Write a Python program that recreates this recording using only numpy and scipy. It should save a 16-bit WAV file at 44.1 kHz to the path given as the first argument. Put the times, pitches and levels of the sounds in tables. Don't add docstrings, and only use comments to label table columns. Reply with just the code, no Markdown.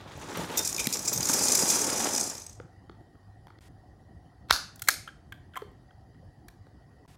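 import sys
import numpy as np
from scipy import signal
from scipy.fft import rfft, irfft, next_fast_len
from scipy.io import wavfile
from scipy.ndimage import uniform_filter1d

SR = 44100
rng = np.random.default_rng(int(sys.argv[2]) if len(sys.argv) > 2 else 0)


def gain_from_db(level_db):
    decades = np.asarray(level_db, float) / 20
    return 10 ** decades


def generate_wav(sig):
    pcm = np.round(np.clip(np.atleast_2d(sig).T, -1, 1) * 32767).astype(np.int16)
    wavfile.write(sys.argv[1], SR, pcm)


N = 316197


def evened(x):
    return x / np.sqrt(np.mean(x ** 2) + 1e-20)


def peaked(x):
    return x / (abs(x).max() + 1e-20)


def read(points, hz, column=1):
    rows = np.array(points)
    return np.interp(np.log(hz + 1), np.log(rows[:, 0] + 1), rows[:, column])


def add(mix, s, sound):
    part = mix[round(s * SR):][:len(sound)]
    part += sound[:len(part)]


def coloured(x, points):
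    size = next_fast_len(len(x))
    gain = gain_from_db(read(points, np.fft.rfftfreq(size, 1 / SR)))
    return evened(irfft(rfft(x, size) * gain, size)[:len(x)])


def causal(points, size=512):
    db_floor = -60
    gain = gain_from_db(np.maximum(read(points, abs(np.fft.fftfreq(size, 1 / SR))), db_floor))
    return np.fft.ifft(np.exp(np.conj(signal.hilbert(np.log(gain))))).real


def wander(rate_hz):
    steps = rng.standard_normal(N)
    return evened(signal.lfilter(*signal.butter(2, rate_hz, fs=SR), steps))


def follow(curve):
    t, (s, db) = np.arange(N) / SR, np.transpose(curve)
    fall_db_per_s = 121
    return np.interp(t, s, db) - fall_db_per_s * np.maximum(t - s[-1], 0)


def rings(modes, size=2048):
    t, out = np.arange(size) / SR, np.zeros(size)
    for hz, db, t60 in modes:
        decay = gain_from_db(db - 60 * t / max(t60, .001))
        out += decay * np.sin(2 * np.pi * hz * t) * (1 - np.exp(-hz * t))
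    return out


def burst(length, dense):
    chance, signs = rng.random(2048), rng.standard_normal(2048)
    clicks = signs * (chance < dense)
    clicks[0] = 2.0
    u = (np.arange(2048) + 8) / SR / np.clip(length, .0001, .03)
    return clicks * np.minimum(0.27 + u, 1) * np.exp(-u)


def struck(clicks, modes, size=2048):
    return peaked(signal.fftconvolve(clicks, rings(modes, size)))


# [f/Hz, level/dB]
RATTLE = [(1470, -34.5), (2500, -11), (2920, -29), (3660, -14.5), (4510, -11.5), (4990, -2), (5310, -3.5),
          (5830, 0.5), (7360, -2), (8600, -7), (9290, -6.5), (9660, -7.5), (14100, -13), (15300, -16),
          (16000, -29.5)]
# [f/Hz, level/dB, t60/s]
BOWL = [(2400, -6.5, 0.028), (4975, -8, 0.037), (5950, -1.5, 0.018), (6700, -3, .025), (7080, -8, 0.037),
        (7450, -2.5, 0.011), (9114, 0, 0.027)]
# [t/s, level/dB]
STREAM = [(0.0, -81), (.16, -57.5), (.4, -46.5), (.47, -53.5), (.6, -46.5), (.66, -41), (.76, -46),
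          (.9, -44), (.95, -44), (1.2, -39.5), (1.3, -30), (1.5, -28), (1.68, -28), (1.87, -31.5),
          (2.24, -34.5), (2.37, -49.5), (2.55, -63.5), (2.68, -87)]
# [t/s, level/dB]
BRIGHT = [(.16, -24), (.42, -6), (.9, -6.5), (1.35, -11), (2.5, -14.5)]


def rattle(per_s=5000, spread_db=2.0, clump_db=2.5, ring_s=0.02):
    sizes = gain_from_db(spread_db * np.minimum(rng.exponential(1, N), 5)) * (rng.random(N) < per_s / SR)
    kinds, out = rng.integers(0, 24, N), np.zeros(N)
    for k, pitches in enumerate(rng.uniform(2500, 16000, (24, 4))):
        hollow = rings([(f, 0, ring_s) for f in pitches], size=600)
        out += signal.oaconvolve(sizes * (kinds == k), hollow)[:N]
    wall = signal.oaconvolve(sizes, rings(BOWL))[:N]
    out = evened(out) + gain_from_db(-8.5) * evened(wall)
    hz, power = signal.welch(out, SR, nperseg=128)
    flatten = list(zip(hz, -10 * np.log10(power + 1e-3 * power.max())))
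    out = coloured(coloured(out, flatten), RATTLE)
    out *= gain_from_db(clump_db * wander(52))
    top = signal.sosfilt(signal.butter(4, 9500, "high", fs=SR, output="sos"), out)
    body = signal.sosfilt(signal.butter(4, 9500, fs=SR, output="sos"), out)
    return gain_from_db(follow(STREAM)) * (evened(body) + gain_from_db(follow(BRIGHT)) * evened(top))


# [t/s, level/dB, f/Hz]
PIECES = [(0.5909, -8, 5553), (0.6244, -23, 5700), (0.6747, -12, 6077), (0.7278, -16, 7000),
          (0.7453, -17, 5600), (0.764, -14.5, 5530), (0.781, -18, 2400), (0.8417, -17.5, 5845),
          (0.856, -21.5, 2330), (0.8884, -33, 5920), (0.9262, -12, 5750), (0.956, -20, 5960),
          (0.9703, -17.5, 5920), (0.9916, -17.5, 6260), (1.0281, -25.5, 7340), (1.0944, -20.5, 8200),
          (1.16, -19, 6530), (1.176, -10, 6630), (1.2063, -14.5, 7080), (1.2285, -11, 4910),
          (1.2545, -12.5, 7050), (1.27, -16, 5820), (1.298, -19.5, 6300)]
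# [t/s, level/dB, f/Hz]
STRAGGLERS = [(2.1614, -11.5, 6940), (2.1785, -12.5, 6100), (2.195, -21.5, 6270), (2.2098, -12, 6720),
              (2.2318, -21.5, 6400), (2.2981, -21, 5770), (2.3512, -29, 5530), (2.3795, -26.5, 6460),
              (2.4183, -29.5, 6300), (2.4648, -28, 6600), (2.4953, -34.5, 6730), (2.5294, -42, 6230)]
# [t/s, level/dB, f/Hz, treble level/dB]
TUMBLES = [
    (0.5735, -9.5, 7630, -16.5),
    (0.648, -12.5, 5880, -18),
    (0.793, -12.5, 2447, -13),
    (0.9334, -9, 5860, -21),
    (1.05, -17, 5910, -6),
    (1.0758, -8, 7620, -5.5),
    (1.1278, -13.5, 6750, -19),
    (1.2874, -11.5, 6600, -16.5),
    (1.3315, -8, 5960, -16),
    (1.6976, -7, 7150, -20),
]
# [t/s, level/dB, f/Hz, treble level/dB]
HEAPS = [
    (1.393, -15.5, 4960, -19),
    (1.4352, -11, 7300, -20.5),
    (1.482, -11, 5437, -15),
    (1.519, -9, 7580, -22.5),
    (1.5508, -6, 5950, -23.5),
    (1.6826, -14.5, 7500, -15),
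    (1.815, -13.5, 6610, -9.5),
    (2.1337, -17, 6150, -16.5),
]


def landings():
    bare = [(*row, -4.5, -18, .0025) for row in PIECES]
    settling = [(*row, -2, -18, .0025) for row in STRAGGLERS]
    tumbles = [(s, db, hz, -9.5, treble_db, 0.01) for s, db, hz, treble_db in TUMBLES]
    heaps = [(s, db, hz, -2, treble_db, 0.0038) for s, db, hz, treble_db in HEAPS]
    return bare + settling + tumbles + heaps


def pieces(piece_s=0.012):
    out, colour = np.zeros(N), np.pad(causal(RATTLE), (0, 1536))
    edge = signal.butter(4, 9500, "high", fs=SR, output="sos")
    for s, db, hz, ring_db, treble_db, bounce in landings():
        clicks = burst(bounce, 0.4)
        sound = peaked(signal.fftconvolve(clicks, colour))
        hollow = [(hz, 0, piece_s * (6000 / hz) ** 1.3), (hz * 1.26, -6, piece_s)]
        sound += gain_from_db(ring_db) * struck(clicks, hollow)
        sound[:2048] += gain_from_db(treble_db) * peaked(signal.sosfilt(edge, clicks))
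        add(out, s, gain_from_db(db - 4.5) * sound)
    return out


# [f/Hz, level/dB, t60/s]
SPOON = [(13660, -14, .15), (13800, -2, 0.11)]
# [f/Hz, level/dB, t60/s]
SPOON_LOW = [(3650, 7, 0.21)]
# [t/s, level/dB, low ring level/dB, free to ring/s]
SPOON_HITS = [
    (0.5726, -16.5, -11, 0.055),
    (0.6734, -35.5, -5, 0.04),
    (0.7781, -30, -7, 0.08),
    (0.7964, -41.5, -1, 0.045),
    (1.0475, -32.5, -20.5, 0.048),
    (1.132, -18.5, -26, 0.042),
    (1.18, -29.5, -22, 0.04),
    (1.2284, -27.5, -22, 0.035),
    (1.2865, -29.5, -9, 0.12),
]


def spoon():
    out, t = np.zeros(N), np.arange(9000) / SR
    for s, db, low_db, free in SPOON_HITS:
        damped = np.exp(-np.maximum(t - free, 0) / .008)
        tone = rings(SPOON, size=9000) + gain_from_db(low_db - 4.5) * rings(SPOON_LOW, size=9000)
        add(out, s, gain_from_db(db - 7) * damped * tone)
    return out


# [t/s, level/dB]
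GUSTS = [(0.0, -42), (.4, -28.5), (.88, -37), (1.19, -30), (1.68, -44.5), (1.92, -39)]


def gusts():
    t = np.arange(N) / SR
    breeze = -47.5 - 24.5 * np.maximum(t - 1.4, 0)
    return np.max([breeze] + [db - 301 * abs(t - s) for s, db in GUSTS], axis=0)


# [f/Hz, level/dB]
RUMBLE = [(35, -46.5), (60, -25.5), (225, 1), (429, 0), (771, -4.5), (879, -1), (1030, -10.5), (1130, -7.5),
          (2000, -15), (2600, -39), (4400, -120)]
# [f/Hz, level/dB]
RUSTLE = [(470, -30.5), (800, -5), (884, -1), (1150, -3.5), (2910, -8), (3600, -7), (4510, -12.5),
          (7830, -24), (16000, -34)]
# [t/s, level/dB]
SHAKE = [(0.0, -53.5), (.16, -54), (.4, -39.5), (.47, -46), (.6, -40), (.66, -53.5), (.8, -45.5), (.9, -52),
         (.95, -46.5), (1.02, -50.5), (1.32, -44), (1.43, -42), (1.59, -42), (2.04, -38.5), (2.15, -42),
         (2.24, -52.5), (2.37, -55), (2.62, -80)]


def bag():
    rumble = coloured(rng.standard_normal(N), RUMBLE) * gain_from_db(2.63 * wander(55))
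    air_colour = [(30, -21.5), (70, -4), (170, 6.5), (260, -24), (900, -80)]  # Hz, dB
    draught = coloured(rng.standard_normal(N), air_colour)
    creases = gain_from_db(4.95 * np.minimum(rng.exponential(1, N), 5)) * rng.standard_normal(N)
    creases *= rng.random(N) < 3000 / SR
    crinkle = coloured(creases + 1.4 * rng.standard_normal(N), RUSTLE) * gain_from_db(2.86 * wander(34))
    hand, load = gain_from_db(follow(SHAKE) + 3), gain_from_db(follow(STREAM) - 8.5)
    moving = np.hypot(hand, load) * evened(rumble)
    return moving + gain_from_db(follow(SHAKE)) * evened(crinkle) + gain_from_db(gusts() - 5) * draught


# [f/Hz, level/dB]
LID_TREBLE = [(3500, -47), (5200, -4.5), (7600, -0.5), (10500, -2), (13600, 0), (16000, -7)]


def knocks(rows, middle, low_cycles, dense):
    out, treble = np.zeros(N), np.pad(causal(LID_TREBLE), (0, 1536))
    for s, db, hz, middle_db, treble_db, length in rows:
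        clicks, low_s = burst(length, dense), low_cycles / hz
        low_modes = [(hz, 0, low_s), (hz * 1.1, -7, 0.95 * low_s), (hz * .78, -12, low_s)]
        grit = burst(length, 0.67)
        sound = struck(clicks, low_modes)
        sound += gain_from_db(middle_db + 9.5) * struck(clicks, middle)
        sound += gain_from_db(treble_db + 15.0) * peaked(signal.fftconvolve(grit, treble))
        add(out, s, gain_from_db(db - 3.0) * sound)
    return out


def lasting(rows, length):
    return [(*row, length) for row in rows]


# [t/s, level/dB, f/Hz, middle level/dB, treble level/dB]
POP = [
    (.8708, -20, 212, -2.7, -1.6),
]


def bag_pop():
    return knocks(lasting(POP, 0.00078), LID, low_cycles=3.4, dense=0.56)


# [f/Hz, level/dB, t60/s]
BAG = [(892, -5, 0.027), (1339, 13, 0.0037), (1868, -3, 0.004), (3200, 2.5, 0.0018), (4200, -16.5, 0.0075)]
# [t/s, level/dB, f/Hz, middle level/dB, treble level/dB]
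SNAPS = [(0.11, -44, 407, -14, -24), (0.176, -30.5, 563, -28, -22), (0.184, -51, 410, -16, -15),
         (0.201, -41, 850, -9, -16), (0.373, -28, 510, -9.5, -12), (1.297, -23, 275, -4.5, -19),
         (2.6, -34, 501, -7.5, -44), (2.896, -36.5, 355, -7.5, -52), (3.008, -45.5, 313, -17, -34),
         (3.154, -56.5, 364, -2, -28), (3.47, -42, 1000, -6.5, -24), (3.482, -49, 309, -5, -28),
         (3.504, -49, 334, 0, -32), (3.587, -46, 589, -8.5, -37)]
# [t/s, level/dB, f/Hz, middle level/dB, treble level/dB]
THUMB = [
    (5.62, -28.5, 416, -15.5, -42),
    (5.716, -47, 397, -25, -26.5),
    (6.668, -46, 486, -12.5, -35),
]


def snaps_and_thumb():
    return knocks(lasting(SNAPS + THUMB, 0.001), BAG, low_cycles=14, dense=0.13)


# [f/Hz, level/dB, t60/s]
LID = [(2110, -2, 0.0094), (2760, -1.5, 0.0069), (3436, -3.5, 0.0075), (3830, 4.5, 0.0038),
       (4260, 3, 0.0034), (5180, -4.5, 0.0052)]
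# [t/s, level/dB, f/Hz, treble level/dB, length/s]
CRACKS = [
    (4.496, -27, 1370, -45, 0.0079),
    (4.504, -15.5, 1870, -36.5, 0.0054),
    (4.509, -0.5, 1389, -21, 0.00033),
    (4.874, -29.5, 2000, -11.5, 0.0056),
    (4.885, -7, 1710, -12.5, 0.0045),
    (4.887, -8, 1465, -8.5, .0011),
    (4.486, -45, 1507, -22.5, 0.0043),
]


def cracks():
    rows = [(s, db, hz, -10, treble_db, length) for s, db, hz, treble_db, length in CRACKS]
    return knocks(rows, LID, low_cycles=8.8, dense=0.12)


# [f/Hz, level/dB, t60/s]
TAB_RING = [(2155, 3.5, 0.01), (2910, 6, 0.0049), (3130, -1, 0.017), (3900, -16, 0.0077)]
# [t/s, level/dB, f/Hz, middle level/dB, treble level/dB]
TAB = [(5.076, -30, 1443, -15, -35.5), (5.086, -35.5, 1604, -16, -45), (5.322, -29.5, 1590, -12.5, -23.5),
       (5.535, -47, 1540, -9, -34), (5.543, -41, 1415, -18.5, -26), (5.556, -29, 1715, -22.5, -31),
       (5.564, -26, 1105, -16, -27.5), (5.571, -20.5, 1100, -18.5, -26.5), (5.907, -50, 1389, -13, -40),
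       (6.145, -58.5, 1496, -12, -39.5), (7.051, -49, 1000, -33, -40)]
# [t/s, level/dB, f/Hz, middle level/dB, treble level/dB]
TICKS = [
    (4.758, -53, 1500, -11, 2),
    (4.794, -46.5, 1500, -4, -4.5),
    (4.8195, -31, 1500, -5.5, -2),
    (6.483, -40, 1785, -12, -14.5),
]


def tab():
    slips = knocks(lasting(TAB, 0.0032), TAB_RING, low_cycles=21, dense=0.22)
    return slips + knocks(lasting(TICKS, 0.0029), LID, low_cycles=15, dense=0.87)


# [t/s, level/dB, f/Hz, length/s]
PUFF = (4.514, -33, 55, .012)


def puff():
    s, db, hz, length = PUFF
    t, out = np.arange(round(.1 * SR)) / SR, np.zeros(N)
    swell = t / length * np.exp(2 - 2 * t / length)
    add(out, s, gain_from_db(db) * np.sin(2 * np.pi * hz * t) * swell)
    return out


# [t/s, level/dB, length/s, colour as (f/Hz, level/dB)]
SENT = [
    (4.5082, -3.5, .0002, [(150, -50), (250, -20), (717, -14.5), (781, -14), (1430, 1.5), (1890, -14), (3300, -16.5), (4350, -2.5), (5310, -10), (6770, -12.5), (8320, -21.5), (10100, -16.5), (15500, -22)]),
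    (4.886, -10, .002, [(150, -50), (250, -9), (516, -9.5), (658, -8), (1220, -19.5), (1410, -10.5), (2060, -4), (2950, -13.5), (5040, -5.5), (13700, -9), (15500, -19)]),
]


def sent():
    out = np.zeros(N)
    for s, db, length, colour in SENT:
        slips = rfft(burst(length, 0.93))
        even = irfft(slips / abs(slips))[:512]
        tear = signal.fftconvolve(even, causal(colour))
        add(out, s, gain_from_db(db + 18.0) * tear / np.linalg.norm(tear))
    return out


# [f/Hz, t60/s, level/dB]
ROOM = [(200, 0.34, -9), (1000, 0.37, -7), (2500, .45, -9.5), (5000, 0.38, -5.5), (9100, .35, -6.5),
        (15000, 0.18, -4)]
# [delay t/s, level/dB]
WALLS = [
    (0.0181, -13.5),
    (0.0247, -20),
    (.030, -20.5),
    (.036, -20.5),
    (.054, -18.5),
]


def room(x, first_s=0.0095, rise_s=0.012):
    taps = np.zeros(SR // 2)
    at = np.arange(0, SR // 2 - 8, 8)
    taps[at + rng.integers(0, 8, len(at))] = rng.choice([-1., 1.], len(at))
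    hz, t, z = signal.stft(taps, SR, nperseg=128)
    z = z * gain_from_db(read(ROOM, hz, column=2)[:, None] - 60 * t / read(ROOM, hz)[:, None])
    tail = 0.077 * signal.istft(z, SR, nperseg=128)[1]
    t = np.arange(len(tail)) / SR
    tail *= np.clip((t - first_s) / rise_s, .2, 1) * (t > .002)
    thin = signal.butter(1, [2500, 8000], "band", fs=SR, output="sos")
    echo = signal.sosfilt(thin, signal.unit_impulse(64))
    for delay, db in WALLS:
        add(tail, delay, gain_from_db(db) * echo)
    return signal.fftconvolve(x, tail)[:N]


# [f/Hz, level/dB]
HUM = [(26, -28), (45, -1), (112, 0), (197, -12), (306, -11.5), (453, -20), (798, -21.5), (902, -24),
       (1480, -33), (1890, -30.5), (2130, -43.5), (2530, -44.5), (4680, -41), (8870, -50.5), (16000, -58)]
# [f/Hz, width/Hz, raised level/dB]
HUM_BANDS = [(740, 66, 7.5), (1906, 120, 10), (3050, 180, 6.5), (4754, 250, 5.5), (5320, 49, 6),
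             (10500, 460, 9.5), (15780, 500, 8)]


def hum():
    frames, hz = N // 256 + 5, np.fft.rfftfreq(1024, 1 / SR)
    a, b, patches = rng.standard_normal((frames, 513, 3)).T
    patches = evened(uniform_filter1d(uniform_filter1d(patches, 6, 0), 8, 1))
    shape_db = read(HUM, hz)
    for f, width, db in HUM_BANDS:
        shape_db = shape_db + db * np.exp(-((hz - f) / width) ** 2)
    z = (a + 1j * b) * gain_from_db(shape_db[:, None] + 2.6 * patches)
    return gain_from_db(-53.5) * evened(signal.istft(z, nperseg=1024, noverlap=768)[1][:N])


# [t/s, level/dB]
MAINS = [(0, -52), (2.6, -56.5), (3.05, -57), (3.58, -56.5), (3.62, -62.5), (5.199, -65), (6.4, -58),
         (7.17, -64)]


def drone():
    s, db = np.transpose(MAINS)
    turns = np.cumsum(101 + 5.0 * wander(6)) / SR
    level_db = np.interp(np.arange(N) / SR, s, db) - 3.5 + 2.8 * wander(4.9)
    return gain_from_db(level_db) * np.sqrt(2) * np.sin(2 * np.pi * turns)


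def scene():
    bowl = rattle() + pieces() + spoon() + bag() + bag_pop()
    soft, opening, bending = snaps_and_thumb(), cracks(), tab()
    to_walls = gain_from_db(-2.0) * bowl + gain_from_db(2.0) * soft + gain_from_db(-2.5) * bending + gain_from_db(-9.0) * opening + sent()
    close = bowl + soft + bending + opening
    return (close + room(to_walls) + puff() + hum() + drone())[None]


def low_pass(x):
    return signal.sosfilt(signal.butter(12, 16800, fs=SR, output="sos"), x)


# [silence from t/s, sound again t/s, suppression settled t/s, hiss level/dB]
CUTS = [
    (3.591, 3.608, 3.685, -64),
    (7.061, 7.078, 7.157, -64.5),
]
# [f/Hz, level/dB]
HISS = [(590, -31), (1000, -2), (1140, -9), (1930, -7), (10900, -15), (15700, -27), (16500, -36)]


def record(dry):
    t, hiss = np.arange(N) / SR, coloured(rng.standard_normal(N), HISS)
    out = signal.sosfilt(signal.butter(4, 43, btype="high", fs=SR, output="sos"), dry)
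    for stop, start, settled, db in CUTS:
        out = out + gain_from_db(db) * hiss * (t > start) * (t < settled)
        out = out * np.where((t > stop) & (t < start), gain_from_db(-30), 1)
    low = signal.oaconvolve(out, signal.firwin(511, 15950, fs=SR)[None], "same")
    finished = low + gain_from_db(-30) * (out - low)
    return low_pass(finished)


dry = scene()
out = record(dry)
generate_wav(out)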